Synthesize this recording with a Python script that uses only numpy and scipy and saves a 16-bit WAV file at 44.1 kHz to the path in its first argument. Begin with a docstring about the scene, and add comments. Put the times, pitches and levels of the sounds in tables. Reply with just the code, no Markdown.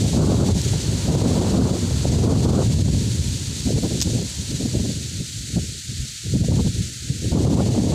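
"""A lumpy rumble of storm wind comes first, over the hiss of palms and trees beside an open field.
Turbulent gusts press on the port of a single microphone, and lone eddies thump against it.
Countless leaf impacts add up to a patter and hiss; a dull rush under the wind dies away after 5 s.
There are faint cracks, a close snap near 4 s, likely a twig, and two thin ticks at gust peaks.
In hard gusts the recorder's limiter turns everything down, so the leaves duck."""
import sys
import numpy as np
from scipy import signal
from scipy.fft import rfft, irfft, next_fast_len
from scipy.io import wavfile
from scipy.ndimage import uniform_filter1d

SR = 44100
rng = np.random.default_rng(int(sys.argv[2]) if len(sys.argv) > 2 else 0)


def digitize_waveform(pressure):
    """Quantize a signal to 16-bit integers and store it at the path in sys.argv[1].

    Rows of a 2-D input are taken as channels; values are limited to [-1, 1].
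    """
    field = np.atleast_2d(pressure).T
    bounded = np.clip(field, -1, 1)
    quanta = np.round(bounded * 32767).astype(np.int16)
    wavfile.write(sys.argv[1], SR, quanta)


N = 350154

# flow at the port between gusts: (time [s], force [dB])
BREEZE_FORCE = [(0.0, -38), (1.0, -35), (2.0, -36.5), (3.0, -37.5), (3.45, -41), (4.35, -50.5), (4.9, -42),
                (5.35, -49), (5.7, -41.5), (5.84, -59), (6.08, -55), (6.18, -64), (6.4, -34), (7.02, -50),
                (7.3, -34.5), (7.94, -40.3)]
# gusts at the port: (start [s], hold [s], force [dB], extra weight in the big eddies [dB])
PORT_GUSTS = [(0.008, 0.067, -26, 1), (0.132, 0.054, -27.5, 0), (0.181, 0.26, -18, -2.3),
              (0.488, 0.091, -25, 3.7), (0.662, 0.097, -30, 4), (0.886, 0.027, -27, -0.5),
              (1.087, 0.4, -25, -5), (1.531, 0.093, -20.5, -5.5), (1.654, 0.11, -23.5, -13),
              (1.83, 0.17, -32.5, 2), (2.045, 0.18, -26, 0.3), (2.234, 0.26, -21.5, -2),
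              (2.51, 0.1, -18.1, -9), (2.623, 0.36, -29.3, 8.5), (3.005, 0.33, -37.5, 6.6),
              (3.665, 0.11, -27.2, -2), (3.836, 0.0093, -22.5, -14), (3.91, 0.092, -30.5, -4),
              (4.055, 0.17, -28.5, -2.8), (4.399, 0.019, -36.5, 0.5), (4.509, 0.042, -35.0, -3),
              (4.613, 0.043, -28.5, -4.5), (4.736, 0.16, -29.5, -2.3), (4.933, 0.118, -42, 2.5),
              (5.124, 0.071, -47.3, 6), (5.196, 0.008, -38.5, 5.1), (5.552, 0.033, -29, 1.5),
              (5.893, 0.029, -43.5, 8.5), (5.972, 0.064, -45.5, 8), (6.267, 0.0094, -34, -5.9),
              (6.328, 0.12, -30.5, 4.5), (6.482, 0.12, -26.5, 5.7), (6.658, 0.018, -26.9, 5.5),
              (6.75, 0.067, -37.5, 4.5), (7.099, 0.0049, -33.5, -10), (7.242, 0.047, -31.5, -2.4),
              (7.321, 0.38, -24.5, -0.7), (7.458, 0.15, -25.5, -21), (7.729, 0.2, -25.1, -8.5)]
# spectrum of the turbulence: (frequency [Hz], relative density [dB])
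RUMBLE_SPECTRUM = [(15, -50), (25, -33), (32, -30), (45, -16.5), (60, -5.5), (80, -2), (115, 0),
                   (170, -2.5), (250, -6), (400, -13), (560, -19.5), (1000, -29), (1500, -33), (2000, -59)]
# how strongly a band follows the small eddies rather than the big: (frequency [Hz], weight [ratio])
SMALL_EDDY_WEIGHT = [(105, 0.03), (150, 0.51), (210, 0.87), (300, 0.95), (430, 1.35), (1300, 0.66)]
# steep upper edge of the rumble, highest in hard gusts: (force [dB], edge frequency [Hz])
RUMBLE_EDGE = [(-64, 630), (-42, 480), (-31, 444), (-23.5, 960), (-14.5, 1680)]
# near foliage, swelling and easing slowly: (time [s], relative level [dB])
FOLIAGE_LEVEL = [(0, -30), (0.65, -31), (1.5, -33.5), (2.7, -32), (4.1, -32), (5.5, -33.7), (7, -34),
                 (7.94, -35.8)]
# spectrum of the leaf hiss: (frequency [Hz], relative density [dB])
HISS_SPECTRUM = [(1000, -38), (1500, -24.5), (2400, -13.5), (3100, -6), (3900, -0.5), (4450, 1.5),
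                 (5100, -3.5), (6000, -1), (7000, 0.55), (7900, -2), (9500, -9.5), (11000, -15.5),
                 (13000, -22), (15500, -29)]
# rush of the crowns: (time [s], level relative to the foliage [dB])
CROWN_LEVEL = [(0, -13.5), (1.0, -11), (2.0, -11.5), (3.0, -13), (4.0, -14), (7.9, -11.5)]
# spectrum of that rush: (frequency [Hz], relative density [dB])
CROWN_SPECTRUM = [(600, -43), (1050, -45), (1230, -7.5), (1400, -3), (1700, 0.5), (2100, 1), (2900, 1.5),
                  (3500, 0), (4800, -24.5)]
# dull low-mid rush under the wind, dying away after about 5 s: (time [s], level [dB])
DULL_RUSH_LEVEL = [(0, -51), (1.4, -38.5), (3.2, -51), (4.7, -52.5), (5.3, -65.5), (5.8, -73), (7.0, -70),
                   (7.94, -62)]
# spectrum of the dull rush: (frequency [Hz], relative density [dB])
DULL_RUSH_SPECTRUM = [(100, -19), (300, -9), (520, 4.5), (750, -4.5), (950, -1), (1140, -7.5), (1500, -7),
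                      (2500, -32)]
# single eddies that hit the port: (time [s], relative level [dB], frequency [Hz])
LONE_EDDIES = [(0.321, -8, 490), (0.434, -10, 460), (2.055, -8, 524), (2.326, -8, 597), (3.707, -12, 434),
               (3.848, -11, 265), (4.655, -16, 262), (4.753, -10, 290), (5.196, -22, 130),
               (5.579, -20, 170), (6.002, -15, 86), (6.340, -14.5, 363), (6.356, -4, 212),
               (6.487, -11.5, 390), (6.811, -7.5, 137), (7.105, -10.5, 123.5), (7.246, -15.5, 325),
               (7.351, -4, 230), (7.407, -4, 273), (7.452, -16, 600), (7.607, -10, 540)]
# faint cracks and a snap, plus thin high ticks like microphone overload at 3.835 and 6.335 s:
# (time [s], relative level [dB], 60 dB decay time [s], tilt [dB/octave])
CRACKS_AND_TICKS = [(0.6155, -21, 0.018, 0), (2.4059, -26, .014, -4), (3.835, -32, .008, 20),
                    (4.0032, -17.5, 0.019, -11), (4.0152, -5, 0.0044, -2), (4.0162, -17, 0.0031, -7.5),
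                    (4.018, -23, 0.023, -16), (4.0212, -16.5, 0.0064, -5), (4.0230, -9, 0.0075, -5),
                    (4.0272, -15, 0.019, -1), (6.335, -38, .005, 20)]
# spectrum of a crack or tick before its tilt: (frequency [Hz], relative density [dB])
BURST_SPECTRUM = [(100, -75), (1200, -34), (2400, -18), (3600, -0.5), (6500, 8), (8000, 6), (10000, -33),
                  (11500, -7), (14000, -10), (15500, -15), (17000, -60)]


def from_db(db):
    """Amplitude grows tenfold for every 20 dB."""
    return 10 ** (np.asarray(db) / 20)


def unit_rms(x):
    """Dividing by the rms value gives a signal unit power."""
    return x / np.sqrt(np.mean(x ** 2) + 1e-20)


def in_time(curve):
    """Linear interpolation gives a curve a value at every sample."""
    return np.interp(np.arange(N) / SR, *np.transpose(curve))


def at_hz(points, hz):
    """Interpolation in log frequency treats all octaves alike."""
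    frequencies, values = np.transpose(points)
    return np.interp(np.log(np.maximum(hz, 1)), np.log(frequencies), values)


def coloured(x, spectrum):
    """Filtering is multiplication in the frequency domain."""
    size = next_fast_len(len(x))
    hz = np.arange(size // 2 + 1) * SR / size
    return irfft(rfft(x, size) * from_db(at_hz(spectrum, hz)), size)[:len(x)]


def drift(corner_hz):
    """Low-passed noise wanders slowly, here with an rms value of 1."""
    step, settle = 40, 2000
    pole = np.exp(-2 * np.pi * corner_hz * step / SR)
    noise = rng.standard_normal(N // step + settle + 2)
    slow = signal.lfilter([1], [1, -2 * pole, pole * pole], noise)[settle:]
    return np.interp(np.arange(N) / step, np.arange(len(slow)), unit_rms(slow))


def envelope(x, span_s):
    """The root of the locally averaged power traces a signal's amplitude."""
    size = max(int(span_s * SR), 2)
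    return np.sqrt(np.abs(uniform_filter1d(uniform_filter1d(x * x, size), size)) + 1e-20)


def wind_force_db(peaks_db, rise_db_per_s=750, fall_db_per_s=317):
    """Gusts add to the breeze in power; each arrives fast, holds and ebbs more slowly."""
    t = np.arange(N) / SR
    power = from_db(in_time(BREEZE_FORCE)) ** 2
    for (start, hold, *_), peak_db in zip(PORT_GUSTS, peaks_db):
        near = np.abs(t - start) < hold + .5
        early = np.maximum(start - t[near], 0)
        late = np.maximum(t[near] - start - hold, 0)
        power[near] += from_db(peak_db - rise_db_per_s * early - fall_db_per_s * late) ** 2
    return 10 * np.log10(power)


def buffeting(full_gust_db, surge_db, lump_db, burst_db, fall_db_per_octave, gain_db):
    """Turbulent pressure on the port: big eddies rumble, hard gusts add smaller, higher-pitched ones."""
    _, _, force_db, weight_db = np.transpose(PORT_GUSTS)
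    swing_db = wind_force_db(force_db + weight_db) + 31.5   # about a reference force of -31.5 dB
    big_db = -21.5 + 0.73 * swing_db + surge_db * drift(16)   # big eddies follow only part of the swing
    small_db = wind_force_db(force_db) + burst_db * drift(34.6)
    size = next_fast_len(N)
    hz = np.arange(size // 2 + 1) * SR / size
    flow = rfft(unit_rms(coloured(rng.standard_normal(N), RUMBLE_SPECTRUM)), size)
    centres_hz = np.geomspace(90, 1800, 14)
    band_gains = [at_hz(np.c_[centres_hz, one_band], hz) for one_band in np.eye(len(centres_hz))]
    bands = np.array([irfft(flow * gain, size)[:N] for gain in band_gains])
    tilt_db = np.outer(at_hz(SMALL_EDDY_WEIGHT, centres_hz), small_db - big_db - full_gust_db)
    # the rumble has a steep upper edge, higher in hard gusts and lower in lulls
    edge_hz = np.interp(small_db, *np.transpose(RUMBLE_EDGE))
    octaves_over = np.maximum(np.log2(centres_hz[:, None] / edge_hz), 0)
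    shaped = bands * from_db(tilt_db - fall_db_per_octave * octaves_over)
    rumble = np.zeros(N)
    for group in (centres_hz < 250, centres_hz >= 250):
        eddies = bands[group].sum(axis=0)   # each size of eddy carries a steady share of the flow
        rumble += shaped[group].sum(axis=0) * eddies.std() / envelope(eddies, span_s=0.044)
    return rumble * from_db(big_db + gain_db + lump_db * drift(27.6))


def foliage(taps_per_s, spread_db, taps_db, flutter_db, hiss_db):
    """Random impacts make shot noise: near leaves tap, far ones merge into a fluttering hiss and rush."""
    leaf_db = in_time(FOLIAGE_LEVEL)
    touches = rng.random(N) < taps_per_s * from_db(leaf_db - leaf_db.mean()) / SR
    signs = rng.choice([-1, 1], N)
    strengths = from_db(spread_db * np.minimum(rng.exponential(1, N), 4))
    taps = from_db(taps_db) * unit_rms(touches * signs * strengths)
    hiss = from_db(hiss_db) * unit_rms(coloured(rng.standard_normal(N) + taps, HISS_SPECTRUM))
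    rush = from_db(in_time(CROWN_LEVEL)) * unit_rms(coloured(rng.standard_normal(N), CROWN_SPECTRUM))
    return from_db(leaf_db + flutter_db * drift(25)) * (hiss + rush)


def dull_rush():
    """Band-limited noise under a slow envelope: a low-mid rush that swells, then dies away."""
    noise = unit_rms(coloured(rng.standard_normal(N), DULL_RUSH_SPECTRUM))
    return from_db(in_time(DULL_RUSH_LEVEL)) * noise


def eddy_thumps(width_cycles, gain_db):
    """A lone eddy is a pressure pulse that pushes and pulls on the port for a cycle or two."""
    t, out = np.arange(N) / SR, np.zeros(N)
    for (time_s, level_db, hz), phase in zip(LONE_EDDIES, rng.random(len(LONE_EDDIES))):
        near = np.abs(t - time_s) < 4 * width_cycles / hz
        cycles = (t[near] - time_s) * hz
        pulse = from_db(level_db + gain_db) * np.exp(-(cycles / width_cycles) ** 2)
        out[near] += pulse * np.sin(2 * np.pi * (cycles + phase))
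    return out


def cracks_and_ticks(gain_db):
    """Brief transients are broadband: dry fibres crack and snap; a steep upward tilt gives thin ticks."""
    t, out = np.arange(SR // 20) / SR, np.zeros(N)
    noises = rng.choice([-1, 1], (len(CRACKS_AND_TICKS), len(t)))
    for (time_s, level_db, t60, tilt), noise in zip(CRACKS_AND_TICKS, noises):
        decay = from_db(-60 * t / t60)
        spectrum = [(hz, db + tilt * np.log2(hz)) for hz, db in BURST_SPECTRUM]
        burst = coloured(np.pad(noise * decay, len(t)), spectrum)
        burst *= np.linalg.norm(decay) / np.linalg.norm(burst)   # same energy whatever the colour
        start = round(time_s * SR) - len(t)
        out[start:start + len(burst)] += from_db(level_db + gain_db) * burst
    return out


def scene():
    """Pressures superpose at one microphone; saturation at its port rounds off the hardest pushes."""
    air = buffeting(full_gust_db=-5.0, surge_db=2.1, lump_db=1.47, burst_db=2.0,
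                    fall_db_per_octave=20.0, gain_db=2.34)
    air += eddy_thumps(width_cycles=0.66, gain_db=-0.5)
    ceiling = from_db(0.5)
    leaves = foliage(taps_per_s=2500, spread_db=1.5, taps_db=-6.5, flutter_db=0.79, hiss_db=-0.56)
    mono = ceiling * np.tanh(air / ceiling) + leaves + dull_rush() + cracks_and_ticks(gain_db=-1.0)
    return np.array([mono, mono])


def limiter_gain(x, threshold_db, sense_s, attack_s, release_db_per_s):
    """Look-ahead limiting: the gain eases down just before an overshoot, then recovers."""
    over_db = np.maximum(20 * np.log10(envelope(x, sense_s)) - threshold_db, 0)
    recovery_db = release_db_per_s * np.arange(N) / SR
    held_db = np.maximum.accumulate(over_db + recovery_db) - recovery_db
    size = max(int(attack_s * SR), 1)
    return from_db(-uniform_filter1d(uniform_filter1d(held_db, size), size))


def record(dry):
    """One limiter gain acts on the whole mix, and a steep low-pass filter removes the highest treble."""
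    gain = limiter_gain(dry[0], threshold_db=-14.5, sense_s=0.0019, attack_s=0.013, release_db_per_s=262)
    low_pass = signal.ellip(12, .1, 80, 15550, fs=SR, output="sos")   # cutoff at 15550 Hz
    return signal.sosfilt(low_pass, dry * gain)


dry = scene()
out = record(dry)
digitize_waveform(out)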